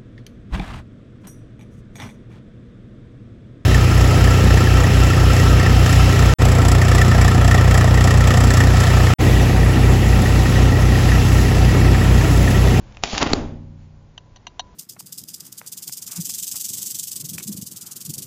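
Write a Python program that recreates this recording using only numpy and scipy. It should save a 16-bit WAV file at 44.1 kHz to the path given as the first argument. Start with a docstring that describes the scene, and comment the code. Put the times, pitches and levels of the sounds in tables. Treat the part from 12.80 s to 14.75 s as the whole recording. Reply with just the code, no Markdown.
"""A spring-loaded umbrella opens in a small room, close to a hand-held camera.
First button ticks and the catch's crack: coloured noise bursts over dying shaft sines.
Then the runner slides, nylon swishes and flaps (shaped noise), and panels snap (low-passed bursts).
The runner hits its stop: a burst and short modes; the canopy thumps and hums on as dying sines.
Last, a faint rustle, a hand jolt and finger clicks on the camera's case, over room rumble and hum."""
import sys
import numpy as np
from scipy import signal
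from scipy.fft import rfft, irfft
from scipy.io import wavfile
from scipy.ndimage import uniform_filter1d

SR = 44100
rng = np.random.default_rng(int(sys.argv[2]) if len(sys.argv) > 2 else 0)


def log_audio(samples):
    """Write samples as a 16-bit WAV file to the path given in sys.argv[1]."""
    # one column per channel
    frames = np.atleast_2d(samples).T
    # limit to full scale, then quantise
    limited = np.clip(frames, -1, 1)
    pcm = np.round(limited * 32767).astype(np.int16)
    wavfile.write(sys.argv[1], SR, pcm)


N = 85995
T = np.arange(N) / SR
STOP_S, STOP_LENGTH_S = 0.533, 0.0026


def amp(db):
    """Decibels to gain."""
    return 10 ** (np.asarray(db) / 20)


def unit_rms(x):
    """Scales to rms 1."""
    return x / np.sqrt(np.mean(x ** 2) + 1e-20)


def spectrum_at(points, hz):
    """Interpolates a (frequency, value) table on a log-frequency axis."""
    f, value = np.transpose(points)
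    return np.interp(np.log(hz + 1), np.log(f + 1), value)


def level(points):
    """Gain over time from a (time, dB) curve."""
    return amp(np.interp(T, *np.transpose(points)))


def add(mix, start_s, sound):
    """Mixes a sound in at start_s, in place."""
    part = mix[round(start_s * SR):][:len(sound)]
    part += sound[:len(part)]


def coloured(x, points, size=8192):
    """Minimum-phase filter with the given (Hz, dB) spectrum."""
    gain_db = spectrum_at(points, abs(np.fft.fftfreq(size, 1 / SR)))
    log_gain = np.log(amp(gain_db))
    response = np.exp(np.conj(signal.hilbert(log_gain)))
    taps = np.fft.ifft(response).real[:size // 2]
    return signal.fftconvolve(x, taps)[:len(x)]


def cut(x, hz, kind, order=2):
    """Butterworth low-pass or high-pass."""
    sos = signal.butter(order, min(hz, SR / 2 - 1), kind, fs=SR, output="sos")
    return signal.sosfilt(sos, x)


def burst(length_s, size=4096, count=6):
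    """Crunch of contacts: dying noise of energy 1, its spectrum repeatedly flattened."""
    fade = np.exp(-(T[:size] / length_s) ** 2 / 2)
    x = rng.standard_normal(size)
    for _ in range(count):
        phase = np.angle(rfft(x * fade))
        x = irfft(np.exp(1j * phase))
    x = x * np.sqrt(fade)
    return x / np.linalg.norm(x)


def ring(modes, rise_s=1e-5, scatter=0):
    """Exponentially dying sines; scatter 1 starts each at a random phase."""
    out = np.zeros(N)
    for hz, db, t60_s in modes:
        decay = np.exp(-np.log(1000) * T / t60_s)
        out += amp(db) * decay * np.sin(2 * np.pi * (hz * T + scatter * rng.random()))
    return out * (1 - np.exp(-T / rise_s))


# panels and ribs snapping out: (time [s], level [dB], length [s], low-pass [Hz])
SNAPS = [(.331, 8, 0.0011, 1500), (0.334, 18.5, 0.0012, 300), (0.35, 6.5, .0006, 1500),
         (0.377, 1.5, 0.0013, 3500), (.3801, 10, .0012, 7000), (.427, 21.5, .0002, 1400),
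         (.4291, 11, .00008, 9000), (0.4205, 10, 0.0044, 3200), (0.43, 13.5, .002, 450),
         (0.466, 1, 0.00047, 3500), (.473, 1, 0.0023, 5000)]


def snaps():
    """Panels and rib joints jerk straight one after another: low-passed bursts."""
    out = np.zeros(N)
    for start_s, db, length_s, lowpass_hz in SNAPS:
        add(out, start_s, amp(db) * cut(burst(length_s), lowpass_hz, "low"))
    return out


# runner against its stop: (frequency [Hz], gain [dB])
STOP_COLOUR = [(100, 3), (400, 5), (750, 16.5), (1400, 18), (1800, 9.5), (2400, 15), (3600, 3), (4000, 19),
               (4350, 22.5), (4800, 17.5), (5150, 5.5), (5600, 15.5), (6200, 4), (6900, 10.5)]


def stop():
    """The runner clacks into its stop: one coloured burst."""
    out = np.zeros(N)
    add(out, STOP_S, coloured(burst(STOP_LENGTH_S), STOP_COLOUR))
    return out


# metal of the stop: (frequency [Hz], level [dB], t60 [s])
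STOP_MODES = [(4300, 0.5, 0.004), (4560, -5.5, .0035)]
STOP_RING_RISE_S = 0.00055


def stop_ring():
    """The struck stop rings briefly in its metal modes."""
    out = np.zeros(N)
    add(out, STOP_S, ring(STOP_MODES, STOP_RING_RISE_S))
    return out


# canopy pulled taut: (frequency [Hz], level [dB], t60 [s])
THUMP_MODES = [(28.5, -23, .55), (55, -21.5, .09), (246, -8, 0.028), (290, -10, 0.029), (388, -14.5, 0.035),
               (720, -20.5, .01)]
THUMP_DELAY_S = 0.0021


def thump():
    """The canopy, pulled taut just after the stop, thumps like a drum skin."""
    out = np.zeros(N)
    add(out, STOP_S + THUMP_DELAY_S, ring(THUMP_MODES))
    return out


# taut canopy and ribs: (frequency [Hz], level [dB], t60 [s])
CANOPY_MODES = [(36.25, -36.5, 2.5), (57.5, -37, 1.8), (91.2, -28.5, 2.13), (117.4, -37.5, 2),
                (151.3, -31.5, 2.2), (210.3, -38, 1.8), (231, -33, 1.4), (282, -34.5, 1.03),
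                (343, -45, 1.0), (368, -44.5, .7), (545, -48.5, 1.6)]
CANOPY_RISE_S = 0.02


def canopy():
    """The stretched cloth and ribs hum on in slowly dying modes."""
    out = np.zeros(N)
    add(out, STOP_S, ring(CANOPY_MODES, CANOPY_RISE_S, scatter=0.99))
    return out


# what the canopy throws into the room: (frequency [Hz], gain [dB])
BOOM_COLOUR = [(60, -3), (180, 8), (290, 21), (400, 21), (700, 14), (1200, 6.5), (2500, 1), (7000, -5)]


def boom():
    """The pop of the tightening canopy, a burst that feeds the room."""
    out = np.zeros(N)
    add(out, STOP_S, coloured(burst(STOP_LENGTH_S), BOOM_COLOUR))
    return out


# nylon and runner sliding: (time [s], level [dB])
SLIDE_LEVEL = [(0, -76), (.225, -62.5), (.238, -28.5), (.27, -34.5), (.305, -32), (.33, -28), (.37, -28),
               (.385, -23), (.405, -28.5), (.424, -24.5), (.44, -46), (.455, -49.5), (.472, -40.5),
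               (.485, -37), (.51, -34.5), (.535, -34.5), (.56, -60.5), (.7, -96.5)]
# nylon hiss: (frequency [Hz], relative level [dB])
SLIDE_COLOUR = [(100, -25.5), (500, -9), (900, -4.5), (1700, -4.5), (2800, 2), (4500, 1.5), (6000, -2),
                (7200, -2.5)]
CRINKLES_PER_S, CRINKLE_SPREAD_DB = 4200, 3.5
CRINKLE_SHARE = 0.5  # of the power


def swish():
    """Nylon rubs on itself: steady hiss mixed with random crinkle impulses."""
    sizes = amp(CRINKLE_SPREAD_DB * np.minimum(rng.exponential(1, N), 4))
    struck = rng.random(N) < CRINKLES_PER_S / SR
    crinkles = sizes * rng.choice([-1, 1], N) * struck
    hiss = rng.standard_normal(N)
    rub = np.sqrt(CRINKLE_SHARE) * unit_rms(crinkles) + np.sqrt(1 - CRINKLE_SHARE) * hiss
    return level(SLIDE_LEVEL) * unit_rms(coloured(rub, SLIDE_COLOUR))


# cloth pushing the air: (time [s], level [dB])
BILLOW_LEVEL = [(.225, -74), (.24, -29.5), (.27, -36.5), (.318, -43), (.334, -30), (.345, -30), (.37, -27),
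                (.395, -32.5), (.412, -21), (.434, -17.5), (.45, -28.5), (.47, -17), (.485, -29.5),
                (.52, -19.5), (.55, -30.5), (.62, -31), (.72, -44), (.9, -66)]
# flapping cloth: (frequency [Hz], slack relative level [dB], taut relative level [dB])
BILLOW_COLOUR = [(20, -9.5, 9.5), (44.85, 0, 2.5), (93, 2, 7), (150, -2, -7.5), (259.3, 6.5, 9),
                 (456, -4.5, -6), (784, 3.5, -6), (1400, -8.5, -26), (2540, -7.5, -27), (6000, -39, -47.5)]
TAUT_FROM_S, TAUT_TO_S = 0.4, 0.56


def billow():
    """Flapping cloth pushes air; its noise grows deeper as the canopy spreads."""
    colour = np.array(BILLOW_COLOUR)
    air = rng.standard_normal(N)
    slack = unit_rms(coloured(air, colour[:, [0, 1]]))
    taut = unit_rms(coloured(air, colour[:, [0, 2]]))
    spread = np.interp(T, [TAUT_FROM_S, TAUT_TO_S], [0, 1])
    return level(BILLOW_LEVEL) * ((1 - spread) * slack + spread * taut)


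PATCHY_DB, PATCHY_S = 2, 0.0044  # standard deviation, smoothing window


def patchy():
    """Folds catch and slip: smoothed random gain of rms 1."""
    drift = uniform_filter1d(rng.standard_normal(N), int(PATCHY_S * SR))
    return unit_rms(amp(PATCHY_DB * unit_rms(drift)))


# button and catch: (time [s], level [dB], length [s], bass [dB], treble [dB])
CATCH_TICKS = [(0.1236, -28.5, 0.0017, -5.5, -1), (0.1475, -27, 0.0023, -9, -4),
               (0.1703, -12, .0012, -9, -10), (0.2245, -20.5, 0.012, -1.5, 0), (0.2364, 9, 0.0021, -1.5, 1)]
# burst of the catch: (frequency [Hz], gain [dB])
CATCH_COLOUR = [(30, 13.5), (90, 11.5), (300, 6), (700, 12.5), (1600, 3.5), (2050, 2.5), (2800, 7.5),
                (3600, 4), (4600, -0.5), (5500, 5.5), (7200, -2)]
# shaft: (frequency [Hz], level [dB], t60 [s]), before each tick's level and tone
SHAFT_MODES = [(46.4, -34.5, 0.12), (680, -40, 0.11), (973, -46.5, 0.033), (2480, -39, 0.082),
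               (2725, -36, 0.027), (3500, -36, 0.027)]


def catch():
    """Ticks of the button, then the crack of the catch, each a burst that rings the shaft."""
    out = np.zeros(N)
    for start_s, db, length_s, bass_db, treble_db in CATCH_TICKS:
        tick = ring(SHAFT_MODES, scatter=1)
        add(tick, 0, coloured(burst(length_s), CATCH_COLOUR))
        tone = [(300, bass_db), (2600, 0.00035), (4000, treble_db)]
        add(out, start_s, amp(db) * coloured(tick, tone))
    return out


# finger clicks: (time [s], level [dB], ping [dB], knock [dB], hollow [dB], body [dB], edge [dB], top [dB])
CLICKS = [(1.3778, -10.5, -11.5, -3, -0.5, 3, 1, 2), (1.5605, -19, -6, 1, -1.5, -8.5, 1, 6.5),
          (1.569, -23, -3, -2.5, -3, -6.5, 9, -1.5), (1.668, -6.5, -2.5, 2.5, 5.5, -1, -3, 4),
          (1.6767, -24, -19.5, -4, -6.5, 4, 4, 9.5), (1.7945, 0, 2, 1, 2, 0.5, -5.5, 2.5),
          (1.8015, -11.5, -20.5, -2.5, -3, 2.5, 10.5, 6)]
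# zones of the case, knock to top: (frequency [Hz])
CASE_ZONES_HZ = [940, 1900, 3150, 4330, 6000]
# case, before each click's level and zone gains: (frequency [Hz], level [dB], t60 [s])
CASE_MODES = [(724, -23.5, .027), (856, -27, 0.016), (990, -22.5, 0.023), (1604, -29.5, 0.017),
              (1894, -27.5, 0.015), (2825, -28.5, 0.032), (3070, -16.5, 0.012), (3270, -38, 0.0097),
              (4600, -33.5, 0.015), (5850, -36.5, 0.036), (6080, -34, .014), (6860, -42.5, 0.012)]
# dry contact tick: (frequency [Hz], gain [dB])
CLICK_COLOUR = [(700, 3.5), (1100, 6), (1400, -8.5), (1900, -0.5), (2300, -2.5), (3100, 5), (4300, -3.5),
                (5300, -17), (6000, 3.5), (6700, -15.5), (7200, -9.5)]
# loose metal part, before click and ping levels: (frequency [Hz], level [dB], t60 [s])
PING_MODES = [(3810, -27.5, 0.048), (4200, -29, 0.045)]
# small spring singing on, before click level: (frequency [Hz], level [dB], t60 [s])
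SPRING_MODES = [(995, -52.5, 1.2)]
CLICK_TICK_DB, CLICK_TICK_S = -0.5, 0.0066
CHATTER_DB, CHATTER_S = -9.5, 0.004
CASE_RISE_S, CASE_HIGHPASS_HZ = 0.00056, 640


def case():
    """Gritty plastic clicks: modes, chattering parts and a tick, coloured by spot, plus small metal parts."""
    out = np.zeros(N)
    for start_s, db, ping_db, *zones_db in CLICKS:
        click = ring(CASE_MODES, CASE_RISE_S, scatter=0.94)
        click += amp(CHATTER_DB) * signal.fftconvolve(click, burst(CHATTER_S))[:N]
        add(click, 0, amp(CLICK_TICK_DB) * coloured(burst(CLICK_TICK_S), CLICK_COLOUR))
        plastic = coloured(click, list(zip(CASE_ZONES_HZ, zones_db)))
        metal = amp(ping_db) * ring(PING_MODES, CASE_RISE_S) + ring(SPRING_MODES)
        add(out, start_s, amp(db) * (plastic + metal))
    return cut(out, CASE_HIGHPASS_HZ, "high", order=4)


# jolts through the hand: (time [s], level [dB])
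JOLTS = [(0.334, -25.5), (1.24, -40.5)]
# one jolt, before its level: (frequency [Hz], level [dB], t60 [s])
JOLT_MODES = [(45, 5.5, 0.093), (85, -2, 0.17)]


def jolts():
    """Jolts of the hand: short low modes."""
    out = np.zeros(N)
    for start_s, db in JOLTS:
        add(out, start_s, amp(db) * ring(JOLT_MODES, rise_s=0.002))
    return out


EARLY_DB, EARLY_S = -11, 0.0054


def reflections(hits):
    """Close reflections under the canopy: the hits smeared by a short noise burst."""
    return amp(EARLY_DB) * signal.fftconvolve(hits, burst(EARLY_S))[:N]


# decay of the room: (frequency [Hz], t60 [s])
ROOM_T60 = [(100, .6), (300, .6), (1000, 0.5), (3000, 0.45), (7000, 0.4)]
ROOM_RISE_S = 0.014


def room(x, size=256):
    """Diffuse tail: noise that builds up softly, each band dying at its own speed."""
    hz, t, bands = signal.stft(rng.standard_normal(SR), SR, nperseg=size)
    t60_s = spectrum_at(ROOM_T60, hz)[:, None]
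    tail = signal.istft(bands * np.exp(-np.log(1000) * t / t60_s), SR, nperseg=size)[1]
    tail *= 1 - np.exp(-(T[:len(tail)] / ROOM_RISE_S) ** 2)
    return signal.fftconvolve(x, tail / np.linalg.norm(tail))[:N]


def steady_noise(colour):
    """Coloured noise of rms 1, past its filter's onset."""
    return unit_rms(coloured(rng.standard_normal(N + SR), colour)[SR:])


# held cloth: (time [s], level [dB])
RUSTLE_LEVEL = [(0, -65.5), (.2, -58.5), (.4, -77.5), (.94, -80), (.99, -63.5), (1.06, -64.5),
                (1.12, -82.5), (1.95, -77.5)]
# held cloth: (frequency [Hz], relative level [dB])
RUSTLE_COLOUR = [(100, -10.5), (800, 2), (2500, 3), (5000, -7), (7200, -1)]


def rustle():
    """Faint rustle of the held cloth: coloured noise under a level curve."""
    return level(RUSTLE_LEVEL) * steady_noise(RUSTLE_COLOUR)


# room rumble: (frequency [Hz], relative level [dB])
RUMBLE_COLOUR = [(12, -32), (20, 5.5), (115, -4.5), (293, -14.5), (480, -18.5), (556, -19.5), (932, -20.5),
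                 (1000, -21), (1280, -28), (1420, -26.5), (1730, -29), (2260, -31), (7200, -38),
                 (9360, -67), (15800, -120)]
# room rumble: (time [s], level [dB])
RUMBLE_LEVEL = [(0, -44), (.22, -45), (.3, -49), (.85, -52.5), (1.3, -52), (1.6, -50.5), (1.95, -48)]


def rumble():
    """Room rumble: coloured noise, quieter after the crack of the catch."""
    return level(RUMBLE_LEVEL) * steady_noise(RUMBLE_COLOUR)


# room hum, before its drop: (frequency [Hz], level [dB])
HUM_TONES = [(89, -52), (118, -50), (205, -58), (557, -60.5)]
HUM_DROP_DB = -10


def hum():
    """Steady sines that drop after the crack of the catch."""
    tones = sum(amp(db) * np.sin(2 * np.pi * (hz * T + rng.random())) for hz, db in HUM_TONES)
    return tones * level([(0.22, 0.0049), (0.3, HUM_DROP_DB)])


ROOM_HITS_DB, ROOM_CLOTH_DB = -18.5, -7


def scene():
    """Umbrella, its close reflections, camera case, hand and room."""
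    opening = catch() + snaps()
    cloth = (swish() + billow()) * patchy()
    hits = opening + stop()
    umbrella = hits + reflections(hits) + stop_ring() + thump() + cloth + canopy()
    tail = room(amp(ROOM_HITS_DB) * opening + amp(ROOM_CLOTH_DB) * cloth + boom())
    background = rustle() + rumble() + hum()
    return (umbrella + case() + jolts() + tail + background)[None]


EDGE_HZ, CLIP_LEVEL = 7270, 0.86


def record(dry):
    """Band limit, overload of the loudest peaks, band limit again."""
    band = signal.firwin(901, EDGE_HZ, window=("kaiser", 7), fs=SR)[None]
    held = np.clip(signal.oaconvolve(dry, band, "same"), -CLIP_LEVEL, CLIP_LEVEL)
    return signal.oaconvolve(held, band, "same")


dry = scene()
out = record(dry)
log_audio(out)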